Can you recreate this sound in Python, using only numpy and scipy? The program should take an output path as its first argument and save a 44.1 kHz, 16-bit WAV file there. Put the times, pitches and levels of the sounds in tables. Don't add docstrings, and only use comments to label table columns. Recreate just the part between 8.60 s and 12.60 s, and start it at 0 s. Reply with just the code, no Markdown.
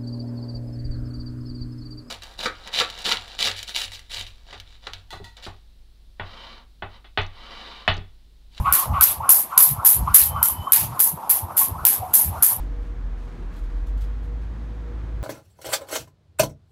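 import sys
import numpy as np
from scipy import signal
from scipy.fft import rfft, irfft, next_fast_len
from scipy.io import wavfile
from scipy.ndimage import uniform_filter1d, map_coordinates

SR = 44100
rng = np.random.default_rng(int(sys.argv[2]) if len(sys.argv) > 2 else 0)


def generate_wav(sig):
    pcm = np.round(np.clip(np.atleast_2d(sig).T, -1, 1) * 32767).astype(np.int16)
    wavfile.write(sys.argv[1], SR, pcm)


def linear_from_db(decibels):
    return 10 ** (np.asarray(decibels, float) / 20)


N = 176400

# floor contact in [s], room tail in [dB], suppressor closes after [s],
# downswing rush in [dB], dull body under the tail in [dB].
CONTACTS = [(0.126, -13, 0.12, -28.5, -12), (.410, -11, 0.13, -30, -12.5), (0.695, -7, 0.14, -35.5, -23.5),
            (0.979, -7, 0.15, -34.5, -21), (1.251, -7, 0.12, -39, -22), (1.541, -6, 0.13958, -34, -17.5),
            (1.827, -12.5, 0.096, -34, -23.5), (2.122, -11.5, 0.13, -42.5, -13),
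            (2.393, -9.5, 0.12, -42, -26), (2.696, -13.5, 0.11, -47, -20), (2.967, -12, 0.11, -45, -19.5),
            (3.251, -11.5, 0.12425, -40, -16), (3.535, -9.5, .14, -49, -22.5),
            (3.824, -10.5, 0.13, -39, -20.5)]


def unit(x):
    return x / np.sqrt(np.mean(x ** 2) + 1e-20)


def filtered(x, response):
    m = next_fast_len(N + 8192)
    return irfft(rfft(x, m) * response(np.fft.rfftfreq(m, 1 / SR)), m)[:N]


def noise(colour):
    f, db = np.transpose(colour)
    return unit(filtered(rng.standard_normal(N), lambda hz: linear_from_db(np.interp(np.log(hz + 1), np.log(f + 1), db))))


def bright(colour):
    port_hz, port_q, steepness = 11814, 5.8, 1.432

    def port(hz):
        ratio = hz / port_hz
        return np.abs(1 - ratio ** 2 + 1j * ratio / port_q) ** -steepness

    return unit(filtered(noise(colour), port))


def patchy(x):
    patch_db = 2
    z = signal.stft(x, nperseg=256)[2]
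    field = uniform_filter1d(rng.standard_normal(z.shape), size=5, axis=0)
    field = uniform_filter1d(field, size=9, axis=1)
    return unit(signal.istft(z * linear_from_db(patch_db * unit(field)), nperseg=256)[1][:N])


def even(x, size):
    return unit(x / np.sqrt(np.abs(uniform_filter1d(x ** 2, size=size)) + 0.15))


def wobble(rate_hz):
    return map_coordinates(rng.standard_normal(SR + 8), [np.arange(N) * rate_hz / SR])


def tone(pitch_hz, width_hz):
    slow = [filtered(rng.standard_normal(N), lambda f: 1 / (1 + (2 * f / width_hz) ** 4)) for _ in range(2)]
    phase = 2 * np.pi * np.cumsum(pitch_hz) / SR
    return unit(slow[0] * np.cos(phase) + slow[1] * np.sin(phase))


def swells(rows, glide):
    t = np.arange(N) / SR
    gain, weighted_hz = np.full(N, 1e-9), np.zeros(N)
    for start, db, hz, swell_s in rows:
        u = (t - start) / swell_s
        bell = linear_from_db(db) * np.exp(-u ** 2 / 2) + 1e-12
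        gain = gain + bell
        weighted_hz = weighted_hz + bell * hz * (1 + glide * np.tanh(u))
    return gain, weighted_hz / gain


def background():
    # frequency in [Hz], level in [dB].
    hiss_colour = [(900, -41), (1600, 16.5), (3000, 11), (6400, 2.5), (9000, -1), (16000, -2.5)]
    # time in [s], level in [dB], pitch in [Hz].
    far_whistle = [
        (1.58, -61, 3117),
        (1.722, -50, 3090),
        (1.799, -51, 3044),
        (1.84, -44, 3065),
        (1.919, -56, 3060),
        (2.02, -45.5, 3030),
        (2.13, -52, 3080),
    ]
    hiss_db = -49
    t = np.arange(N) / SR
    s, db, hz = np.transpose(far_whistle)
    pitch_hz = np.interp(t, s, hz) + 25 * wobble(30)
    far = linear_from_db(np.interp(t, s, db, -120, -120)) * even(tone(pitch_hz, 70), size=900)
    return linear_from_db(hiss_db + 1.47 * wobble(6.27)) * patchy(bright(hiss_colour)) + far


def feet():
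    # time in [s], level in [dB], pitch in [Hz], swell in [s].
    thuds = [(0.007, -14, 79, 0.0086), (0.061, -31, 89, 0.015), (0.104, -25.5, 90, 0.014),
             (0.311, -13.5, 74.4, 0.018), (0.353, -46, 98.4, 0.009), (0.402, -24.5, 79, 0.014),
             (0.511, -34, 86.5, 0.014), (0.591, -28, 90, 0.012), (0.632, -31, 93.9, 0.008),
             (0.978, -40.5, 152, 0.007), (1.123, -21.5, 135, 0.013), (1.191, -22, 119.4, 0.007),
             (1.409, -16, 72.3, 0.021), (1.46, -27.5, 90.4, 0.013), (1.516, -22.5, 71, 0.012),
             (1.626, -31.5, 79, 0.01), (1.673, -32.5, 87.4, 0.017), (1.703, -25, 98.7, 0.01),
             (1.751, -21, 101, 0.0068), (1.798, -29.5, 87, 0.026), (1.927, -31.5, 105, 0.0086),
             (2.003, -21.5, 107.5, 0.01), (2.224, -34, 127.3, 0.019), (2.256, -22, 122, 0.0088),
             (2.291, -33.5, 146.8, 0.024), (2.327, -30, 162.5, 0.012), (2.544, -30, 174.6, 0.0097),
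             (2.845, -23.5, 88, 0.01006), (2.892, -38, 125, 0.016), (2.947, -39, 95, 0.01),
             (3.124, -22, 88, 0.009), (3.173, -32, 89, 0.016), (3.226, -25, 88, 0.0074),
             (3.406, -25, 111, 0.0085), (3.439, -35, 108, 0.008), (3.501, -31, 89, 0.0076),
             (3.687, -16.5, 79, 0.0093), (3.722, -28, 106.7, 0.017), (3.786, -26, 85.2, 0.01),
             (3.93, -34.5, 112.5, 0.01), (3.989, -25.5, 102, 0.0068)]
    # frequency in [Hz], level in [dB].
    rumble_colour = [(20, -40), (60, 19), (150, -2), (280, -7), (600, -57), (1500, -79)]
    murmur_colour = [(20, -35.5), (60, -1), (200, 4.5), (400, -1), (600, -18), (1200, -69)]
    gust_colour = [(30, -13), (70, 7.5), (150, 4.5), (260, -14), (400, -35.5), (900, -70)]
    gust_gain, rumble_db, murmur_db = 0.51, -58.5, -56.5
    t = np.arange(N) / SR
    gain, pitch_hz = swells(thuds, -0.085)
    body = np.sin(2 * np.pi * np.cumsum(0.86 * pitch_hz * (1 + 0.12 * wobble(40))) / SR)
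    push = gain * linear_from_db(1.7 * wobble(50) - 1.5) * 0.9 * body
    gust = gust_gain * uniform_filter1d(gain, size=SR // 14) * noise(gust_colour)
    rumble = linear_from_db(rumble_db + 2.726 * wobble(6.985)) * noise(rumble_colour)
    murmur_level_db = murmur_db + 3.5 * np.minimum(t, 2.4) + 2.53 * wobble(5.3)
    murmur = linear_from_db(murmur_level_db) * patchy(patchy(noise(murmur_colour)))
    return push + gust + rumble + murmur


def whistle():
    # time in [s], level in [dB], pitch in [Hz], swell in [s].
    passes = [(0.077, -14, 1148, 0.016), (0.14, -35, 1108, 0.016), (0.164, -27, 1089, 0.01),
              (0.193, -21, 1120, 0.0082), (0.234, -24.5, 1158, 0.012), (0.32, -22, 932, 0.0076),
              (0.363, -17, 1168, 0.012), (0.386, -23, 1043, 0.0071), (0.423, -25, 1018, 0.01),
              (0.61, -21, 907, 0.005), (0.644, -26, 1174, 0.013), (0.669, -32.5, 1104, 0.015),
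              (0.7, -29, 1014, 0.015), (0.941, -24, 1069, 0.012), (0.973, -16.5, 1099, 0.0054),
              (1.0, -23.5, 1103, 0.012), (1.054, -30.5, 1020, 0.0052), (1.197, -28.5, 1073, 0.0087),
              (1.236, -26, 1017, 0.0067), (1.482, -16.5, 1075, 0.0053), (1.769, -23.5, 1158, 0.016),
              (1.818, -22, 968, 0.0054), (1.898, -26, 1089, 0.0055), (2.076, -19, 1104, 0.0051),
              (2.182, -30.5, 959, 0.012), (2.375, -26.5, 1070, 0.0064), (2.475, -30.5, 980.5, 0.012),
              (2.599, -29, 888, 0.0075), (2.645, -27.5, 905.4, 0.012), (2.821, -32, 899, 0.02),
              (3.02, -22, 1021, 0.011), (3.158, -25.5, 1005, 0.0066), (3.337, -31, 909, 0.0073),
              (3.436, -25.5, 769.6, 0.012), (3.599, -31.5, 948, 0.0069), (3.75, -29.5, 904, 0.016)]
    # share of full speed, level in [dB], width in [Hz].
    strands = [
        (0.98, 2, 210),
        (.72, -13.5, 178),
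    ]
    # time in [s], level in [dB].
    hum_level = [(0, -38), (0.899, -41.5), (2, -40.5), (4, -40.5)]
    # frequency in [Hz], level in [dB].
    air_colour = [(250, -22), (430, -15), (650, -2.5), (930, 3.5), (1150, -2.5), (1400, -14), (2000, -34),
                  (4000, -76)]
    pitch_gain, wet_db, room_t60_s = 0.0405, -7, 0.51
    hum_slow_db, hum_fast_db = 2, 2.5
    gain, pitch_hz = swells(passes, pitch_gain)
    song = sum(linear_from_db(db) * even(tone(share * pitch_hz, width_hz), size=130) for share, db, width_hz in strands)
    direct = gain * linear_from_db(1.8 * wobble(48) - 6.5) * song
    room_t = np.arange(SR // 2) / SR
    room = rng.standard_normal(SR // 2) * linear_from_db(-60 * room_t / room_t60_s)
    wet = signal.fftconvolve(direct, room / np.linalg.norm(room))[:N]
    s, db = np.transpose(hum_level)
    hum_db = np.interp(np.arange(N) / SR, s, db) + hum_slow_db * wobble(14) + hum_fast_db * wobble(50)
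    return direct + linear_from_db(wet_db) * wet + linear_from_db(hum_db) * noise(air_colour)


def rush():
    # frequency in [Hz], level in [dB].
    haze_colour = [(1400, -44), (1900, 13.5), (2600, 13.5), (3600, 1.5), (6000, -14)]
    lead_s, rise_s, climb_s = 0.085, 0.017, 0.031
    top_hz, climb_share, width_hz = 1386, 0.3, 350
    haze_db, haze_db_per_db = -54.5, 2.33
    t = np.arange(N) / SR
    gain, haze, pitch_hz = np.zeros(N), np.zeros(N), np.full(N, top_hz)
    for contact, _, _, db, _ in CONTACTS:
        u = t - contact + lead_s
        shape = np.clip(u / rise_s, 0, 1) * linear_from_db(-130 * np.maximum(t - contact, 0))
        gain = gain + linear_from_db(db) * shape ** 2
        haze = haze + linear_from_db(haze_db + haze_db_per_db * (db + 34.5)) * shape
        pitch_hz = np.where(u > 0, top_hz * (1 - climb_share * np.exp(-np.abs(u) / climb_s)), pitch_hz)
    swish = gain * linear_from_db(3.6 * wobble(70)) * even(tone(pitch_hz, width_hz), size=130)
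    return swish + haze * noise(haze_colour)


def slaps():
    # time in [s], peak in [dB], T60 in [s].
    lashes = [(0.1253, 1, 0.0186), (0.1274, -12, 0.0209), (0.1368, -1, 0.008), (0.1531, -3, 0.014),
              (0.4106, 3, 0.015), (0.4221, -12, 0.022), (0.4333, -5, 0.019), (0.4387, 3.5, 0.011),
              (0.6921, 1, 0.041), (0.7036, -0.5, 0.0168), (0.7133, -14, 0.009), (0.7197, -15, 0.023),
              (0.9773, 8.5, 0.018), (0.9793, 6, 0.017), (0.9893, -4, 0.026), (1.0049, -3, 0.04),
              (1.2482, -8, 0.0159), (1.2503, -0.5, 0.014), (1.2698, -6, 0.011), (1.2733, -2.5, 0.022),
              (1.5445, 5, 0.0302), (1.5499, 1, 0.028), (1.56, -6, 0.016), (1.5638, 3, 0.014),
              (1.8287, 2.5, 0.014), (1.8306, -7, 0.013), (1.8401, -12, 0.013), (1.8565, -10, 0.014),
              (2.1215, 4.5, 0.016), (2.133, -2, 0.038), (2.1384, -18, 0.009), (2.1472, -17, 0.0249),
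              (2.3933, -10.5, 0.02), (2.4027, -0.5, 0.01), (2.4143, -16, 0.0193), (2.4191, -17, 0.018),
              (2.6945, -12, 0.232), (2.6966, -23, 0.018), (2.7002, -4.5, 0.0166), (2.7103, -3.5, 0.011),
              (2.9707, -6.5, 0.0193), (2.9773, -10, 0.04), (2.9877, -24, 0.0304), (2.9983, -6, 0.022),
              (3.2515, 6, 0.012), (3.255, -14, 0.03), (3.2681, -5, 0.0134), (3.2817, -13, 0.013),
              (3.5389, -2.5, 0.023), (3.5451, -16, 0.011), (3.5496, -17, 0.019), (3.568, -9, 0.0218),
              (3.8261, 2.5, 0.01), (3.8317, 1.5, 0.013), (3.8365, -13, 0.01), (3.8525, -17, 0.013)]
    # frequency in [Hz], level in [dB].
    crack_colour = [(700, -50), (1300, -5.5), (3000, -6.5), (6000, -9.5), (16000, 5)]
    echo_colour = [(900, -60), (1600, -4.5), (3000, -16.5), (5000, -4.5), (8000, -1.5), (12000, 1),
                   (16000, 5.5)]
    body_colour = [(900, -8.5), (1600, -1.5), (3000, 0), (5000, -1.5), (9000, -5)]
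    direct_s = 0.01
    tail_rise_s, lead_s, lead_db = 0.0092, 0.0047, -29.5
    tail_db_per_s, shut_db_per_s, knee_s = 118.5, 329, 0.012
    body_slower = 0.83
    ring_early_s, ring_low_hz, ring_high_hz = 0.013, 9250, 12800
    lump_db, flutter_db, spike_db = 1.3, 0.6, 1.2

    t = np.arange(N) / SR
    power = np.zeros((2, N))
    for start, db, t60_s in lashes:
        late = min(abs(start - row[0]) for row in CONTACTS) > direct_s
        first = round(start * SR)
        span = slice(first, first + SR // 30)
        power[int(late), span] += linear_from_db(2 * (db - 3.5 - 60 * (t[span] - start) / t60_s))
    direct, echoes = np.sqrt(power)

    tail, body = np.zeros((2, N)), np.zeros(N)
    for contact, db, shut_s, _, body_db in CONTACTS:
        u = np.maximum(t - contact, 0)
        past_shut = u - shut_s + [[ring_early_s], [0]]
        closing = shut_db_per_s * knee_s * np.logaddexp(0, past_shut / knee_s)
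        fall_db = tail_db_per_s * u + closing
        rise = 1 - 0.8 * np.exp(-(u / tail_rise_s) ** 2) - 0.2 * (u == 0)
        smear = linear_from_db(db + lead_db) * np.exp(-np.abs(t - contact) / lead_s)
        tail += linear_from_db(db - fall_db) * rise + smear
        body += linear_from_db(db + body_db - body_slower * fall_db[1]) * rise

    spikes = np.clip(wobble(800), 0, 2) ** 2
    lumps = linear_from_db(lump_db * wobble(410) + flutter_db * wobble(90) + spike_db * spikes)
    wash = patchy(bright(echo_colour))
    ring = filtered(wash, lambda hz: (hz > ring_low_hz) & (hz < ring_high_hz))
    cracks = direct * even(bright(crack_colour), size=30) + echoes * even(bright(echo_colour), size=30)
    room_tail = lumps * (tail[0] * (wash - ring) + tail[1] * ring)
    return cracks + room_tail + body * patchy(noise(body_colour))


def scene():
    return (background() + feet() + whistle() + rush() + slaps())[None]


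def top_cut(x):
    return signal.sosfilt(signal.butter(12, 16470, fs=SR, output="sos"), x)


def record(dry):
    top_hz, edge_hz, leak = 15680, 50, 0.0019
    ceiling, hardness = 1.0, 12
    x = filtered(dry[0], lambda hz: leak + 1 / (1 + np.exp(np.clip((hz - top_hz) / edge_hz, -50, 50))))
    x = x / (1 + np.abs(x / ceiling) ** hardness) ** (1 / hardness)
    return top_cut(x[None])


dry = scene()
out = record(dry)
generate_wav(out)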